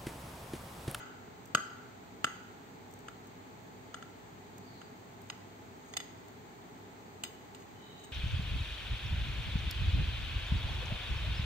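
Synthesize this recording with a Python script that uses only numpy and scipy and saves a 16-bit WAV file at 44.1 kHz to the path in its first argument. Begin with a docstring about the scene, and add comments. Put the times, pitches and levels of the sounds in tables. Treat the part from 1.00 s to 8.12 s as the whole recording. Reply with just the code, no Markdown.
"""A serrated knife clicks on a ceramic plate as it saws through soft cake, moving from middle to rim.
Each click rings the plate and the steel blade and thuds into the table below.
The cake damps the plate, so each click is short and the kitchen rings on after it.
Moist crumbs tick, the blade drags faintly over the glaze, and an appliance hums in the room."""
import sys
import numpy as np
from scipy import signal
from scipy.fft import rfft, irfft, next_fast_len
from scipy.io import wavfile
from scipy.ndimage import map_coordinates

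SR = 44100
rng = np.random.default_rng(int(sys.argv[2]) if len(sys.argv) > 2 else 0)


def wav_record(signal):
    """Record a signal, one row per channel, as 16-bit PCM in the file named by sys.argv[1]."""
    frames = np.transpose(np.atleast_2d(signal))
    bounded = np.clip(frames, -1, 1)
    # unit amplitude maps onto the largest positive 16-bit level
    quanta = np.round(bounded * 32767).astype(np.int16)
    wavfile.write(sys.argv[1], SR, quanta)


N = 313988
LEAD = SR // 4  # samples of run-up before time zero


def amp(db):
    """Turn decibels into a number to multiply by."""
    return 10 ** (np.asarray(db) / 20)


def unit(x):
    """Scale a sound to an average strength (rms) of 1."""
    return x / np.sqrt(np.mean(x ** 2) + 1e-20)


def along(points, hz):
    """Read between (frequency, value) points, with octaves evenly spaced."""
    freqs, values = np.transpose(points)
    return np.interp(np.log(hz + 1), np.log(freqs + 1), values)


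def filtered(x, response):
    """Turn each frequency up or down by the gain response(hz)."""
    n = x.shape[-1]
    padded = next_fast_len(n + 4096)
    return irfft(rfft(x, padded) * response(np.fft.rfftfreq(padded, 1 / SR)), padded)[..., :n]


def noise(spectrum, shape):
    """Noise of strength 1, its tone shaped by (frequency, level) points."""
    return unit(filtered(rng.standard_normal(shape), lambda hz: amp(along(spectrum, hz))))


def wobble(rate):
    """A smooth curve along random points, rate of them a second."""
    points = rng.standard_normal(int(N * rate / SR) + 4)
    return map_coordinates(points, [np.arange(N) * rate / SR], order=2)


def fade(t, t60):
    """Die away by 60 dB in t60 seconds, the ring time."""
    return np.exp(-np.log(1000) * t / t60)


def add(track, at, sound):
    """Mix a sound into a track, starting at a time in seconds."""
    start = max(LEAD + round(at * SR), 0)
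    part = track[:, start:start + sound.shape[-1]]
    part += sound[..., :part.shape[-1]]


# Tone of the air's rush, shared by left and right: f/Hz, relative level/dB
AIR_SHARED = [(15, -70), (25, -40), (44, -19), (69, -42), (91, -1.5), (162, -4.5), (192, -0.5), (217, -6.5),
              (249, 1), (319, -7.5), (415, -2), (531, -14.5), (844, -8.5), (1000, -17), (1300, -34),
              (2200, -120)]
# Tone of the rush that is opposite in left and right, so it sounds wide: f/Hz, relative level/dB
AIR_WIDE = [(15, -75), (25, -25), (91, -6), (195, -4.5), (220, -15), (314, -1), (350, -3), (469, -8.5),
            (539, -6), (620, -11), (769, 0), (1000, -12), (1300, -6.5), (2200, -120)]
# Tone of the fine hiss: f/Hz, relative level/dB
HISS_TONE = [(600, -54), (1000, 0.5), (1400, -1), (2200, -1.5), (2700, -7), (4500, -9), (5300, -17.5),
             (6600, -9.5), (8200, -14), (12000, -13.5), (15000, -10.5)]


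def room_air(shared_db=-53.5, wide_db=-57, hiss_db=-57):
    """The air in the room makes a low rush with a fine hiss on top."""
    shared = amp(shared_db) * noise(AIR_SHARED, N)
    wide = amp(wide_db) * noise(AIR_WIDE, N) * np.array([[1], [-1]])
    hiss = amp(hiss_db) * noise(HISS_TONE, (2, N))
    return shared + wide + hiss


# The notes in the appliance's hum: f/Hz, level/dB
HUM_NOTES = [(63, -72.5), (100.3, -67), (245, -74.5), (408, -83), (664, -74.5), (867, -73.5)]


def appliance_hum(waver_db=2, drift_radians=0.29):
    """An appliance hums a few low notes that waver in loudness and pitch."""
    t, hum = np.arange(N) / SR, np.zeros(N)
    for hz, db in HUM_NOTES:
        gain = np.sqrt(2) * amp(db + waver_db * wobble(3.7))
        hum += gain * np.sin(2 * np.pi * hz * t + drift_radians * wobble(5.3))
    return hum


# How long the kitchen rings on: f/Hz, ring time/s
ROOM_RING = [(150, 0.44), (1400, 0.98), (3000, 0.81), (6600, 0.58), (9000, 0.37), (15000, 0.5)]
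# The first echoes off the walls: delay/s, level/dB
WALL_ECHOES = [(.0235, -14.3), (.028, -21), (.032, -14), (.0415, -22), (.055, -22)]


def kitchen_echo(x, tail_db=-13.5, build_up_s=0.02, early_db=-16, wall_hz=2100):
    """The walls send back a few dull echoes, and many more blur into a fading tail."""
    out, block = np.zeros_like(x), SR // 2
    for start in range(0, x.shape[1], block):  # a fresh random tail every half second
        hz, t, bands = signal.stft(rng.standard_normal((2, SR)), SR, nperseg=256)
        build_up = np.where(t < build_up_s, amp(early_db), 1)
        decay = fade(t, along(ROOM_RING, hz)[:, None])
        tail = signal.istft(bands * build_up * decay, SR, nperseg=256)[1]
        tail *= amp(tail_db) * np.sqrt(2) / np.linalg.norm(tail)
        echo = signal.fftconvolve(x[:, start:start + block], tail, axes=1)[:, :x.shape[1] - start]
        out[:, start:start + echo.shape[1]] += echo
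    dulled = filtered(x, lambda hz: 1 / np.sqrt(1 + (hz / wall_hz) ** 4))
    for delay, db in WALL_ECHOES:
        lag = round(delay * SR)
        out[:, lag:] += amp(db) * dulled[:, :-lag]
    return out


# Rubs on the glaze: middle t/s, length/s, f/Hz, pitch slide/(Hz per s), width/Hz, level/dB
BLADE_RUBS = [(3.749, .28, 4280, -4000, 520, -65.5), (3.772, .42, 4580, 0, 240, -70),
              (6.918, 0.46, 3030, 0, 110, -64.5), (6.97, 0.5, 3840, -2, 240, -61.5)]


def blade_rubs():
    """The flat of the blade sings faintly on the glaze: a narrow band of noise that may slide in pitch."""
    out = np.zeros((2, LEAD + N))
    for middle, length, centre_hz, slide, width_hz, db in BLADE_RUBS:
        n = int(length * SR)
        hiss = rng.standard_normal((2, SR))
        band = unit(filtered(hiss, lambda hz: 1 / (1 + (2 * (hz - centre_hz) / width_hz) ** 2)))
        from_middle = np.arange(n) / SR - length / 2
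        pitch_shift = np.exp(1j * np.pi * slide * from_middle ** 2)
        rub = np.real(signal.hilbert(band)[:, :n] * pitch_shift)
        add(out, middle - length / 2, amp(db) * rub * signal.windows.tukey(n, 0.75))
    return out


# Teeth graze the plate: middle t/s, length/s, level/dB, bare (0 blade in the cake, 1 out of it)
TOOTH_GRAZES = [(4.888, 0.23, -68, 0), (6.613, 0.057, -67.5, 1), (6.997, 0.089, -68, 1),
                (7.043, 0.037, -60.5, 1)]


def tooth_grazes(slips_per_s=700):
    """The teeth slip in many tiny jerks, and each one rings the plate and the blade."""
    out, t = np.zeros((2, LEAD + N)), np.arange(SR // 20) / SR
    for middle, length, db, bare in TOOTH_GRAZES:
        n = int(length * SR)
        strengths = rng.standard_normal(SR)[:n] * np.hanning(n)
        slips = strengths * (rng.random(SR)[:n] < slips_per_s / SR)
        ring = plate_ring(t, place=0.37, tilt=10) + blade_ring(t, bare, tilt=0.5)
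        scrape = signal.fftconvolve(slips[None], ring, axes=1)
        add(out, middle - length / 2, amp(db) * unit(scrape))
    return out


# The clearest snaps of crumb leaving the blade: t/s, level/dB
CRUMB_SNAPS = [(0.4562, -40), (1.9384, -38.5), (1.9903, -42), (2.271, -44), (3.582, -40), (4.2177, -42.5),
               (4.2905, -46), (5.2843, -44)]


def crumb_ticks(t60=0.011, low_hz=6000, faint_count=2, faint_db=-7.5, scatter_s=0.043):
    """Moist cake tears in tiny bright snaps, each clear one among a few fainter ones."""
    out, t = np.zeros((2, LEAD + N)), np.arange(SR // 50) / SR
    faint = [(at + scatter_s * rng.standard_normal(), db + faint_db)
             for at, db in CRUMB_SNAPS for _ in range(faint_count)]
    for at, db in CRUMB_SNAPS + faint:
        hiss = rng.standard_normal((2, len(t)))
        snap = unit(filtered(hiss, lambda hz: hz ** 6 / (hz ** 6 + low_hz ** 6)))
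        add(out, at, amp(db) * snap * fade(t, t60))
    return out


# The low notes of the table under the plate: f/Hz, ring time/s, relative level/dB
TABLE_NOTES = [(162, 0.082, -11), (245, 0.029, -2.5), (292, 0.069, -12.5), (460, 0.018, 0.5),
               (640, 0.018, 2)]


def table_thud(t, place, middle_db=-21, rim_change_db=-6.5, band_hz=(105, 850)):
    """The plate's foot passes a blow to the table; less gets through from the overhanging rim."""
    thud = sum(amp(db) * np.sin(2 * np.pi * hz * t) * fade(t, t60) for hz, t60, db in TABLE_NOTES)
    # the table top gives off neither deep bass nor treble
    thud = signal.sosfilt(signal.butter(4, band_hz, "band", fs=SR, output="sos"), thud)
    return amp(middle_db + rim_change_db * place ** 2) * thud


# Tone of steel hitting glaze: f/Hz, relative level/dB
CRACK_TONE = [(150, -40), (400, -26), (720, 2), (980, -6.5), (1700, -6.5), (2500, 2.5), (4400, -1.5),
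              (5700, -13.5), (6500, -4.5), (8200, 0.5), (12000, -8.5), (15500, -12)]


def glaze_crack(t, place, bare, tilt, t60=0.025, rise_s=0.0013):
    """Steel hits glaze with a burst of noise, louder toward the rim and with a bare blade."""
    tone = [(hz, db + brighten(hz, tilt)) for hz, db in CRACK_TONE]
    burst = noise(tone, (2, len(t))) * fade(t, t60) * (1 - np.exp(-t / rise_s))
    crack_db = -13.5 + 6.5 * place + 16 * bare
    return amp(crack_db) * burst


def brighten(hz, tilt):
    """Decibels to add at each frequency: tilt dB for every octave above 2500 Hz."""
    return tilt * np.log2(hz / 2500)


def ringing(t, hz, t60, level_db, pan_db, scatter_db=0.5, rise_s=0.001, spread_hz=2800, detune=0.0015):
    """Fading notes in stereo; the knife's load shifts their pitch and strength a little at every blow."""
    level_luck, pan_luck, skew_luck, pitch_luck = rng.standard_normal((4, len(hz)))
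    sides = np.array([[1], [-1]])
    gain = amp(level_db + sides * pan_db / 2 + scatter_db * (level_luck + sides * pan_luck))
    gain *= (-1) ** np.arange(len(hz))  # neighbouring notes swing opposite ways
    hz = hz * (1 + detune * pitch_luck)
    # high notes reach the two microphones out of step
    skew = sides * np.minimum(hz / spread_hz, np.pi / 4) * np.sign(skew_luck)
    waves = np.sin(2 * np.pi * hz[:, None] * t + skew[..., None]) * fade(t, t60[:, None])
    return np.sum(gain[..., None] * waves, axis=1) * (1 - np.exp(-t / rise_s))


# The notes of the bare steel blade, held in the hand: f/Hz, ring time/s, relative level/dB
BLADE_NOTES = [(1985, 0.13, -17), (2680, 0.037, -8.5), (2967, 0.03, -4), (2960, 0.36, -24),
               (3260, 0.03, -9), (3666, 0.24, -24), (3970, 0.026, -19), (4270, 0.021, -9),
               (4930, 0.26, -24), (6520, 0.25, -25), (7300, 0.024, -21), (7605, 0.053, -9),
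               (8270, 0.04, -13), (12000, 0.036, -12), (12600, 0.077, -20), (13250, 0.04, -21),
               (14300, 0.04, -16), (14720, 0.09, -15), (15350, 0.06, -20)]


def blade_ring(t, bare, tilt, buried_db=-12.5, bare_gain_db=19, buried_ring_share=0.27):
    """Cake chokes the steel; the barer the blade, the louder and longer it rings."""
    hz, t60, db = np.transpose(BLADE_NOTES)
    t60 = t60 * buried_ring_share ** (1 - bare)
    level_db = db + buried_db + bare_gain_db * bare + brighten(hz, tilt)
    return ringing(t, hz, t60, level_db, pan_db=0)


# The plate's notes: f/Hz, ring time/s, left over right/dB, then relative level/dB when it is hit
# in the middle, a third of the way out, two thirds out and on the rim
PLATE_NOTES = [(1175, 0.032, 1.5, -7.5, -18.5, -19.5, -33), (1353, 0.029, -3, -5.5, -1, -20, -16),
               (1484, 0.022, -5, -3, -19, -15, -23), (1640, 0.021, -1, -14.5, -2.5, -24, -26),
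               (1995, 0.028, 0, -18, -11, -14.5, -4), (2590, 0.0069, -2, 0, -14, -3, -27),
               (2920, 0.017, 0.5, -12, -4, -6, -16), (3155, 0.019, 2.5, -11.5, -10.5, -7, -10),
               (3478, 0.042, 2, -27, -13, -24, -3), (3720, 0.027, -6, -29, -30, -10, -15),
               (4160, 0.013, -3, -14, -33, -18, -21), (4645, 0.023, -9, -20, -20, -26, -13),
               (5020, 0.026, 2.5, -22.5, -18, -6.5, -8), (5370, 0.015, 9, -33, -17, -28, -16),
               (6574, 0.025, 1.5, -12, -4.5, -5, 2.5), (6730, 0.02, 8, -19, -22, -19, -14),
               (7670, 0.023, 3, -17.5, -16.5, -35, -10), (8220, 0.052, 6, -34, -17.5, -24, -16),
               (12000, 0.03, -8, -31, -28, -44, -38), (12755, 0.016, -2, -30, -28, -42, -31),
               (13500, 0.012, -13, -23, -29, -29, -7), (14456, 0.022, -3, -32, -22, -32, -20)]


def plate_ring(t, place, tilt, low_hz=1050):
    """The plate rings with many short notes; where the knife lands sets how strong each one is."""
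    hz, t60, pan_db, *spots_db = np.transpose(PLATE_NOTES)
    spots = np.linspace(0, 1, len(spots_db))
    level_db = np.array([np.interp(place, spots, note_db) for note_db in np.transpose(spots_db)])
    ring = ringing(t, hz, t60, level_db + brighten(hz, tilt), pan_db)
    # the plate is too small to give off sound below its lowest note
    return signal.sosfilt(signal.butter(5, low_hz, "high", fs=SR, output="sos"), ring)


# The knife hits the plate: t/s, relative level/dB, place (0 middle, 1 rim),
# bare (0 blade in the cake, 1 out of it), left over right/dB
KNIFE_HITS = [(-0.085, -10.5, 0.072, 0, 1.5), (0.5484, -7, 0.067, 0.052, 1.5),
              (1.243, -12, 0.16, 0.091, 1.5), (2.083, -32.5, 0.18, 0.17, 3), (2.9423, -28, 0.42, 0, 3),
              (3.0243, -36.5, 0.38, 0.07, 1), (3.815, -38, 0.47, 0, 0), (4.2994, -24, 0.62, 0, 0),
              (4.937, -33, 0.94, 0.063, -3), (4.9674, -31.5, 1, 0.64, -12), (4.9698, -24.5, 0.99, 0.35, 1),
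              (5.0017, -32, 0.98, 0.06, -0.5), (6.236, -31, 0.59, 0.86, -1.5), (6.2395, -41, 0.82, 0.75, 0),
              (6.2485, -38.5, 0.54, 0.59, 10), (6.5472, -47, 0.68, 0.92, 0)]


def knife_clicks(firm_db=0.5, tilt_per_db=0.1261, bare_tilt=6):
    """Each hit rings the plate and blade, and knocks: a crack on the glaze and a thud in the table."""
    rings, knocks = np.zeros((2, 2, LEAD + N))
    t = np.arange(SR // 4) / SR
    for at, db, place, bare, pan_db in KNIFE_HITS:
        # a harder hit is shorter and so brighter; a bare blade is brighter too
        tilt = tilt_per_db * (db - firm_db) + bare_tilt * bare
        gain = amp(db) * amp([[pan_db / 2], [-pan_db / 2]])
        add(rings, at, gain * (plate_ring(t, place, tilt) + blade_ring(t, bare, tilt)))
        add(knocks, at, gain * (glaze_crack(t, place, bare, tilt) + table_thud(t, place)))
    return rings, knocks


# How well the plate's face throws each pitch into the room: f/Hz, gain/dB
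PLATE_THROW = [(1180, -5.5), (1350, -1), (1470, 1), (1640, -3), (2000, 1), (2600, -5), (3100, -1.5),
               (3500, -5), (4900, -0.5), (6600, 0), (13000, 4)]


def scene(knock_room_db=-4):
    """Mix it all; the broad ringing plate fills the kitchen more than the small knocks and snaps do."""
    rings, knocks = knife_clicks()
    rings += tooth_grazes() + blade_rubs()
    knocks += crumb_ticks()
    thrown = filtered(rings, lambda hz: amp(along(PLATE_THROW, hz)))
    echo = kitchen_echo(thrown + amp(knock_room_db) * knocks)
    return (rings + knocks + echo)[:, LEAD:] + room_air() + appliance_hum()


# The microphone's tone: f/Hz, gain/dB
MIC_TONE = [(8400, -0.5), (8900, -17.5), (11300, -23), (11700, -7)]
TOP_HZ = 15750


def record(dry):
    """The microphone dips in the high treble and cuts off the very highest sounds."""
    return filtered(dry, lambda hz: amp(along(MIC_TONE, hz)) * (hz < TOP_HZ))


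dry = scene()
out = record(dry)
wav_record(out)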